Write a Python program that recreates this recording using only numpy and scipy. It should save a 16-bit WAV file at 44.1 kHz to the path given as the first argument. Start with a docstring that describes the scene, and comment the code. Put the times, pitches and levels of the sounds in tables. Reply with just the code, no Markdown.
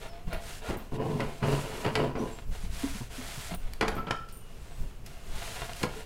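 """A dry cloth wipes the plastic inside of an empty refrigerator, close to a hand-held phone in a small kitchen.
Weave and folds hiss from the start, under filtered-noise air and wavering sine glides: faint tones, a bird.
Knocks, low panel notes and bangles, built of noise and decaying tones, join at once; pressed strokes then judder,
slip by slip, drumming the hollow door liner for some two seconds. Lighter sweeps follow, then knocks on door
and shelf, a lull with two clinks, one soft rub, and more wiping that ends in knocks and a short pressed stroke."""
import sys
import numpy as np
from scipy import signal
from scipy.fft import rfft, irfft
from scipy.io import wavfile
from scipy.ndimage import uniform_filter1d

SR = 44100
rng = np.random.default_rng(int(sys.argv[2]) if len(sys.argv) > 2 else 0)


def store_pcm(level_fs):
    """Save levels as 16-bit WAV."""
    pcm = np.round(np.clip(level_fs, -1, 1) * 32767).astype(np.int16)
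    wavfile.write(sys.argv[1], SR, np.atleast_2d(pcm).T)


N = 266893  # samples

# Sweeps of the cloth. Each row: start in s, length in s, fastest at share of length,
# weave hiss in dB and dragging folds in dB, both before the layer trims.
SWEEPS = [(-.04, 0.15, 0.45, -52.5, -42), (0.108, 0.15, 0.18, -67, -50), (0.262, 0.16, 0.66, -56, -44.5),
          (0.399, .22, .45, -44.5, -47), (0.608, .16, .5, -48, -41), (0.759, 0.15, 0.25, -60, -53),
          (0.91, 0.069, 0.69, -53, -47), (0.996, 0.58, 0.25, -52, -47.5), (1.42, 0.28, 0.38, -43, -46),
          (1.58, 0.35, 0.48, -45.5, -43.5), (1.9, 0.22, 0.18, -52, -52), (2.16, 0.3, 0.25, -53, -52),
          (2.506, 0.21, 0.24, -49.5, -49.5), (2.69, 0.41, 0.33, -42.5, -48.5), (3.089, 0.3, 0.27, -45, -47),
          (3.19, .38, .55, -42.5, -52), (3.452, 0.12, 0.62, -65, -42), (3.55, 0.3, 0.23, -59, -53.5),
          (4.371, .63, .65, -58.5, -58.5), (5.039, 0.32, 0.28, -56.5, -54.5),
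          (5.233, 0.25, 0.52, -50.5, -52), (5.318, 0.47, 0.36, -43, -42), (5.563, 0.11, 0.32, -48.5, -41),
          (5.732, 0.14, 0.74, -43, -47.5), (5.858, 0.2, 0.66, -49, -46.5)]
# Colour of the weave hiss. Each row: frequency in Hz, level in dB.
HISS_COLOUR = [(200, -9.5), (700, -2.5), (1500, 2.5), (3000, 1), (4200, 0), (5500, -2), (7500, -2),
               (10000, -4), (12500, -9), (15500, -15)]
# Colour the cabinet gives the folds. Each row: frequency in Hz, level in dB.
CABINET_COLOUR = [(150, 1), (300, -9), (440, 2.5), (540, -4), (680, 2.5), (780, -1.5), (900, -2.5),
                  (1100, -6.5), (1400, -6), (2000, -8), (2850, -10), (4000, -12.5), (8000, -53),
                  (15000, -52)]


def slide(hiss_trim_db=-1.0, flutter_db=0.78, fold_flutter_db=0.15):
    """The weave hisses over smooth plastic; folds catch more coarsely and sound in the cabinet."""
    weave = unit(colour(grains(rate_hz=16000, spread_db=0.5), HISS_COLOUR))
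    weave *= undb(flutter_db * walk(45))
    folds = unit(colour(grains(rate_hz=3000, spread_db=4.0), CABINET_COLOUR))
    # the hand moves about, so the cabinet's reflections trade places at a steady total power
    places = np.array([walk(9) for _ in range(4)])
    places /= np.linalg.norm(places, axis=0)
    folds = unit(sum(room(folds, wet_db=4.5, t60_s=0.078) * share for share in places))
    folds *= undb(fold_flutter_db * walk(25))
    gains = np.array([sweep(*row[:3]) for row in SWEEPS])
    weave_db, folds_db = np.transpose(SWEEPS)[3:]
    return weave * together(gains, weave_db + hiss_trim_db) + folds * together(gains, folds_db)


def sweep(start_s, length_s, fastest_share, speed_power=0.69):
    """Friction gain, a power of hand speed: the hand speeds up from rest and slows to rest again."""
    times_s = start_s + length_s * np.array([0, np.clip(fastest_share, .05, .95), 1])
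    speed = np.sin(np.pi * np.interp(np.arange(N) / SR, times_s, [0, .5, 1]))
    return np.abs(speed) ** speed_power


# Strokes pressed on the liner, from one light, soft rub to hard judder. Each row: start in s, held in s,
# judder in dB before the layer trims, swell while held in dB, edge grit in dB, give of the door in dB.
PRESSES = [(.68, 0.03, -31, -2, -7.5, -18), (0.914, 0.068, -32.5, -2, -13, 1.5),
           (.98, 0.034, -29, 1.5, -9.5, -6.5), (1.04, 0.12, -32.5, -0.5, -14.5, 6),
           (1.175, 0.041, -30.5, 4, -5.5, -3), (1.413, 0.084, -27, 0, -2.5, 3),
           (1.515, 0.034, -26, -4, -1.5, 4.5), (1.62, 0.23, -41, 1.5, 0, -16),
           (1.838, 0.026, -28.5, 1.5, -0.5, 0.5), (1.952, 0.074, -24.5, 0.5, -5, -1),
           (2.148, 0.083, -31, 6.5, -14.5, -29), (4.77, 0.062, -49.5, 1, -3, -16),
           (5.803, 0.012, -34.5, 3, -6, -8.5)]
# Ringing of the door liner. Each row: frequency in Hz and level in dB, both before random detail, t60 in s.
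LINER_MODES = [(136.8, -13, 0.29), (208.5, 11, 1), (270, -33, 0.21), (336.5, 12, 0.54), (442, 25, 0.39),
               (496.6, -38, 0.84), (690, -21, 0.14), (760, -31, 0.98), (820, 8, 0.57), (1438, 16.5, 0.3),
               (1480, 13, 0.24), (1576, -17, 0.12), (1880, -18, 0.23), (1956, 26.5, 0.099),
               (2250, 18, 0.24), (2470, 0, 0.13), (2440, -12, 0.18), (2424, 20, 0.096), (2520, -27, 0.15),
               (4700, -44, 0.082)]
# Lowest modes of the hollow door. Each row: frequency in Hz and level in dB, both before random detail, t60 in s.
DOOR_MODES = [(101.2, 5.5, 0.2), (139.3, 6, 0.2), (177.4, 1.5, 0.087), (225, -4.5, 0.075),
              (229, -8.5, 0.067), (310, -22, 0.081), (436, -4, 0.073)]
# Colours of drumming (also of dull thuds), scrape and grit. Each row: frequency in Hz, level in dB.
JUDDER_COLOUR = [(50, -24.5), (80, -5.5), (105, -5), (140, -1.5), (185, -2.5), (240, 1), (320, -5.5),
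                 (430, -3.5), (700, -31), (1000, -6.5), (1500, -46), (3000, -52), (8000, -80)]
SCRAPE_COLOUR = [(150, -30), (400, 1.5), (600, 5), (1000, 4), (1400, -14.5), (2500, -43), (8000, -77.5)]
GRIT_COLOUR = [(300, -29.5), (900, 9), (1700, -7), (2200, -12.5), (2850, -6.5), (3500, -23.5), (4800, -21),
               (6500, -45), (14000, -41)]


def press(slip_rate_hz=135, slip_spread_db=3, slip_t60_s=.045, steady=0.22, liner_db=-19,
          judder_trim_db=-6.0, door_trim_db=-4.0, scrape_trim_db=-2, grit_trim_db=-2):
    """Under pressure the cloth sticks and slips; each slip drums the door and swells the scraping grit."""
    gap_chance, size_chance = rng.standard_normal((2, 2000))
    times_s = np.cumsum(np.exp(.35 * gap_chance)) / slip_rate_hz
    inside = times_s < N / SR
    slips = np.zeros(N)
    slips[(times_s[inside] * SR).astype(int)] = undb(slip_spread_db * np.clip(size_chance[inside], -2, 1))
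    push = slips - slips.mean()
    burst_gain = steady + signal.fftconvolve(slips, fade(slip_t60_s))[:N]
    burst = burst_gain * grains(rate_hz=6000, spread_db=2.5)
    liner = ring(LINER_MODES)

    def through_liner(x, points):
        """Add the liner's ringing to a drive, then colour it."""
        ringing = signal.fftconvolve(x, liner)[:N]
        return unit(colour(x + undb(liner_db) * ringing, points))

    drum = through_liner(push, JUDDER_COLOUR)
    scrape = through_liner(burst, SCRAPE_COLOUR) * undb(0.77 * walk(21.55))
    grit = through_liner(burst, GRIT_COLOUR)
    # the pressing hand holds the door's swing near a steady size
    door = colour(signal.fftconvolve(push, ring(DOOR_MODES))[:N], JUDDER_COLOUR)
    door /= np.sqrt(uniform_filter1d(door ** 2, size=3500) + 1e-12)

    gains = np.array([pressure(start_s, held_s, swell_db) for start_s, held_s, _, swell_db, _, _ in PRESSES])
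    _, _, level_db, _, edge_db, give_db = np.transpose(PRESSES)
    rub = drum * together(gains, level_db + judder_trim_db)
    rub += door * together(gains, level_db + door_trim_db + give_db)
    # a harder edge under the cloth brings up the scrape, and the grit twice as much in dB
    rub += scrape * together(gains, level_db + scrape_trim_db + edge_db / 2)
    rub += grit * together(gains, level_db + grit_trim_db + edge_db)
    return room(rub, wet_db=-9, t60_s=.3)


def pressure(start_s, held_s, swell_db, attack_s=.018, release_t60_s=0.41):
    """Gain of one pressed stroke: the cloth bites quickly, leans in or eases off, then lets go."""
    t = np.arange(N) / SR - start_s
    attack = np.clip(t / attack_s, 0, 1)
    swell = undb(swell_db * (np.clip(t / held_s, 0, 1) - .5))
    release = np.exp(-np.log(1000) * np.maximum(t - held_s, 0) / release_t60_s)
    return attack * swell * release


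# Knocks on the plastic. Each row: start in s, level of the first 20 ms in dB before reflections,
# treble tilt in dB per octave, chatter decay in s (1 ms at least is played), part struck.
KNOCKS = [(0.328, -39, 1.5, 0.013, "door"), (.686, -31, -2.5, 0.04, "wall"),
          (0.921, -35, -6, 0.0051, "wall"), (1.203, -34, 0.5, 0.0047, "door"),
          (1.263, -33, -5, 0.001, "wall"), (1.427, -32, -1.5, 0.021, "door"),
          (1.847, -33, -0.5, 0.0072, "door"), (1.862, -30.5, -0.5, 0.01, "wall"),
          (1.9531, -28, 2.6, 0.0062, "door"), (2.152, -33.5, -2.5, 0.024, "door"),
          (3.735, -48, 11, 0.00079, "wall"), (3.81, -26.5, 2.5, 0.0085, "door"),
          (3.821, -26, -1.5, 0.05, "door"), (3.88, -31.5, 3.5, 0.0061, "door"),
          (3.915, -37, -2.5, 0.026, "door"), (3.965, -35, -2.5, 0.057, "shelf rim"),
          (4.069, -35.5, -1.5, 0.024, "shelf"), (4.108, -28.5, 2, 0.0059, "shelf"),
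          (4.286, -55.5, 9, 0.036, "wall"), (5.061, -49.5, 12, 0.015, "wall"),
          (5.733, -47.5, 9.5, 0.00075, "wall"), (5.83, -34.5, 6, 0.0097, "wall"),
          (5.836, -27.5, -1, 0.0059, "wall")]
# How much a blow on each part sets ringing. Each entry: liner in dB, shelf in dB.
PARTS = {"door": (1, -25), "shelf": (-9, 3), "shelf rim": (-14, 6), "wall": (-18, -30)}
# Ringing of the shelf. Each row: frequency in Hz and level in dB, both before random detail, t60 in s.
SHELF_MODES = [(890, -41, 0.19), (1220, 5, 0.058), (1333.5, 6, 0.43), (1374, -1, 0.48), (1398, -15.5, 0.49),
               (1420, -16, 0.29), (1980, -47, .14), (3200, 4, 0.092), (3120, 12, 0.026), (3300, 9, 0.032),
               (4450, -5, .08)]
# Colours of the blow and of the hollow cabinet's lingering ring. Each row: frequency in Hz, level in dB.
KNOCK_COLOUR = [(50, -2), (130, 6.5), (400, 3.5), (900, 0), (1700, -3), (2800, -7), (3800, -15),
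                (4700, -15), (6500, -25.5), (11000, -34), (15000, -51)]
HOLLOW_COLOUR = [(80, -34), (200, -12), (650, 4), (1000, 6.5), (2500, -1), (8000, -55)]


def knocks(ring_db=-15, hollow_db=-8, hollow_t60_s=0.24, rattle_db=3.5,
           rebound_db=2.2, rebound_rate_hz=170, contact_s=0.00057):
    """A blow and a brief chatter of loose plastic; liner and shelf ring on. Harder contact is brighter."""
    out, t = np.zeros(N), np.arange(SR // 2) / SR
    for start_s, level_db, tilt_db, chatter_s, part in KNOCKS:
        liner_db, shelf_db = PARTS[part]
        force = rng.standard_normal(len(t)) * np.exp(-t / max(chatter_s, .001))
        # the contact builds up, then the loose part rebounds unevenly
        force *= 1 - np.exp(-t / contact_s)
        force *= undb(rebound_db * walk(rebound_rate_hz)[:len(t)])
        # the shelf sits loose, so its ring flutters
        shelf = ring(SHELF_MODES) * undb(rattle_db * walk(92)[:len(t)])
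        modes = undb(liner_db) * ring(LINER_MODES) + undb(shelf_db) * shelf
        blow = force + undb(ring_db) * np.linalg.norm(force) * modes
        add(out, start_s, struck(colour(blow, KNOCK_COLOUR, tilt_db), level_db))
    hollow = undb(hollow_db) * reverb(colour(out, HOLLOW_COLOUR), hollow_t60_s)
    return room(out, wet_db=-8, t60_s=.42) + hollow


# Low panel notes: soft bumps, and the hollow body of some knocks.
# Each row: start in s, level of the first 20 ms in dB before reflections, pitch in Hz.
PANEL_NOTES = [(0.271, -39, 165), (.326, -38.5, 626), (2.201, -34, 227), (2.634, -43.5, 178),
               (2.834, -28.5, 275.6), (2.947, -41, 199), (3.006, -36.5, 125), (3.18, -40.5, 251),
               (3.374, -39, 133), (3.515, -35.5, 173), (3.813, -32.5, 223), (3.817, -33, 412),
               (4.109, -37.5, 137), (5.838, -34, 497), (5.844, -38.5, 137), (5.961, -45.5, 436)]


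def panel_notes(thud_db=-11, note_t60_s=0.12):
    """A hollow panel gives a low decaying note and a dull thud: a soft bump, or the body under a knock."""
    out, t = np.zeros(N), np.arange(SR // 2) / SR
    envelope = fade(note_t60_s) * (1 - fade(.03))
    for start_s, level_db, pitch_hz in PANEL_NOTES:
        note = np.sin(2 * np.pi * pitch_hz * t)
        thud = undb(thud_db) * unit(colour(rng.standard_normal(len(t)), JUDDER_COLOUR))
        add(out, start_s, struck((note + thud) * envelope, level_db))
    return room(out, wet_db=-13, t60_s=.35)


# Bangles touching. Each row: start in s, ring level in dB before tick and reflections,
# centre of the lower ring in Hz, centre of the upper ring in Hz, t60 in s.
CLINKS = [(0.332, -51, 11150, 14900, 0.048), (.771, -53.5, 13000, 15370, .16),
          (3.547, -47.5, 9500, 15200, 0.039), (3.883, -53, 10200, 12600, 0.066),
          (3.952, -56, 12700, 15400, 0.25), (4.325, -53.5, 9070, 13600, 0.29),
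          (4.371, -56.5, 9114, 12510, 0.18)]


def bangles(upper_db=-5, tick_db=-1, detune=0.0163):
    """Small metal beads, each a little different in size, tick and ring very high."""
    out = np.zeros(N)
    for start_s, level_db, low_hz, high_hz, t60_s in CLINKS:
        beads = 1 + detune * np.linspace(-1, 1, num=6) * rng.uniform(0.31, 1, size=6)
        modes = [(low_hz * bead, 0, t60_s) for bead in beads]
        modes += [(high_hz * bead, upper_db, t60_s) for bead in beads]
        tone = struck(ring(modes), 0)
        tick = colour(rng.standard_normal(SR // 2) * fade(0.021), [(2000, -47), (9000, 20), (15000, 10)])
        add(out, start_s, struck(tone + struck(tick, tick_db), level_db))
    return room(out, wet_db=-4, t60_s=0.25)


# Distant bird, then faint tones from outside. Each row: start in s, length in s,
# start and end pitch in Hz before the waver, peak level in dB before reflections.
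CHIRPS = [(0.07, 0.069, 5580, 5030, -56), (2.168, 0.06, 5580, 6200, -55), (2.305, 0.052, 7370, 7700, -51),
          (4.67, 0.115, 8300, 7700, -62), (4.8, .06, 7450, 7340, -69)]
TONES = [(.02, 0.28, 650, 714, -52), (.31, 0.15, 660, 675, -49), (4.33, 0.26, 2950, 2750, -63)]


def glides(rows, waver_rate_hz):
    """Thin wavering sine glides, smeared by the walls on their way in."""
    out, waver = np.zeros(N), walk(waver_rate_hz)
    for start_s, length_s, start_hz, end_hz, level_db in rows:
        n = int(length_s * SR)
        hz = np.linspace(start_hz, end_hz, n) * (1 + .022 * waver[:n])
        tone = np.sin(2 * np.pi * np.cumsum(hz) / SR)
        add(out, start_s, undb(level_db) * np.hanning(n) * tone)
    return room(out, wet_db=0, t60_s=.35)


# Puffs of air on the moving microphone. Each row: strongest at s, width (standard deviation) in s, level in dB.
GUSTS = [(.275, 0.011, -33), (.35, 0.037, -33.5), (1.53, 0.033, -33), (2.0, .05, -41), (2.507, 0.033, -28),
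         (2.69, 0.066, -30.5), (2.91, 0.045, -36), (3.66, 0.071, -30.5), (3.92, 0.061, -37),
         (4.82, 0.036, -28), (5.34, 0.042, -29.5)]
# Colours of the air rumble and of the quiet kitchen. Each row: frequency in Hz, level in dB.
AIR_COLOUR = [(10, -2.5), (22, 1.5), (40, -11), (60, -11.5), (100, -22), (200, -29), (600, -64)]
KITCHEN_COLOUR = [(24, -40), (40, -7), (98, -1.5), (146, -6), (325, -16.5), (377, -12), (973, -24),
                  (1050, -21.5), (2160, -29.5), (2770, -25), (3560, -33.5), (6160, -34.5), (15500, -41)]


def background(draught_db=-42.5, kitchen_db=-51.5):
    """Air rumbles on the moving microphone, swelling in puffs, over the quiet of the kitchen."""
    t = np.arange(N) / SR
    air = unit(colour(rng.standard_normal(N), AIR_COLOUR))
    air /= np.sqrt(uniform_filter1d(air ** 2, size=5000))  # even out, so the puffs set the level
    puffs = sum(undb(level_db) * np.exp(-.5 * ((t - peak_s) / width_s) ** 2) for peak_s, width_s, level_db in GUSTS)
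    quiet = unit(colour(rng.standard_normal(N), KITCHEN_COLOUR)) * undb(0.5 * walk(12.0))
    return air * np.hypot(puffs, undb(draught_db)) + quiet * undb(kitchen_db)


def grains(rate_hz, spread_db):
    """Fibres snapping free: many tiny clicks and a few larger ones."""
    size = undb(spread_db * np.minimum(rng.exponential(size=N), 6)) * rng.standard_normal(N)
    return unit(size * (rng.random(N) < rate_hz / SR))


def ring(modes, detune=0.0128, place_db=3.5):
    """Unit-energy sum of decaying modes; chance in place and load weights and detunes each one."""
    t = np.arange(SR // 2) / SR
    y = np.zeros(len(t))
    for (hz, level_db, t60_s), (place, load, phase) in zip(modes, rng.uniform(-0.65, 1, (len(modes), 3))):
        tone = np.sin(2 * np.pi * hz * (1 + detune * load) * t + np.pi * phase)
        y += undb(level_db + place_db * place) * fade(t60_s) * tone
    return y / np.linalg.norm(y)


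def struck(x, level_db, size=880):
    """Set the rms level of a blow by its first 20 ms."""
    return x * undb(level_db) / np.sqrt(np.mean(x[:size] ** 2))


def room(x, wet_db, t60_s):
    """A sound with its reflections from the walls around it."""
    return x + undb(wet_db) * reverb(x, t60_s)


def reverb(x, t60_s):
    """Dense reflections with unit energy that build up over a few milliseconds."""
    tail = rng.standard_normal(SR // 2) * fade(t60_s) * (1 - fade(0.007))
    return signal.fftconvolve(x, tail / np.linalg.norm(tail))[:len(x)]


def fade(t60_s):
    """Half a second of exponential decay."""
    return np.exp(-np.log(1000) * np.arange(SR // 2) / SR / t60_s)


def walk(rate_hz):
    """Smoothed random steps at the given rate, scaled to rms 1."""
    k = max(int(SR / rate_hz), 1)
    steps = np.repeat(rng.standard_normal(N)[:N // k + 1], k)
    return unit(uniform_filter1d(steps, k)[:N])


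def colour(x, points, tilt_db=0, size=8192):
    """Causal minimum-phase filter through (Hz, dB) points, tilted by dB per octave."""
    octave = np.log2(np.maximum(np.arange(size // 2 + 1), 1) * SR / size)
    hz, db = np.transpose(points)
    curve_db = np.interp(octave, np.log2(hz), db) + tilt_db * (octave - octave.mean())
    # folding the cepstrum onto positive time makes the filter causal
    cepstrum = irfft(np.log(undb(curve_db)))
    cepstrum[1:size // 2] *= 2
    cepstrum[size // 2 + 1:] = 0
    return signal.fftconvolve(x, irfft(np.exp(rfft(cepstrum))))[:len(x)]


def together(gains, level_db):
    """Joint gain of overlapping strokes, each at its own level: their powers add."""
    return np.sqrt(undb(level_db) ** 2 @ gains ** 2)


def add(track, start_s, sound):
    """Mix a sound into a track at a start time."""
    i = max(int(start_s * SR), 0)
    track[i:i + len(sound)] += sound[:max(N - i, 0)]


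def unit(x):
    """Scale to rms 1."""
    return x / np.sqrt(np.mean(x ** 2) + 1e-18)


def undb(db):
    """Decibels to gain."""
    return 10 ** (np.asarray(db) / 20)


def scene():
    """Everything reaches one microphone."""
    wiping = slide() + press()
    contacts = knocks() + panel_notes() + bangles()
    outside = glides(CHIRPS, waver_rate_hz=170) + glides(TONES, waver_rate_hz=33)
    return (wiping + contacts + outside + background())[None]


def record(dry, top_hz=15750):
    """The phone cuts the top with a steep elliptic low-pass."""
    return signal.sosfilt(signal.ellip(10, .2, 80, top_hz, fs=SR, output="sos"), dry)


dry = scene()
out = record(dry)
store_pcm(out)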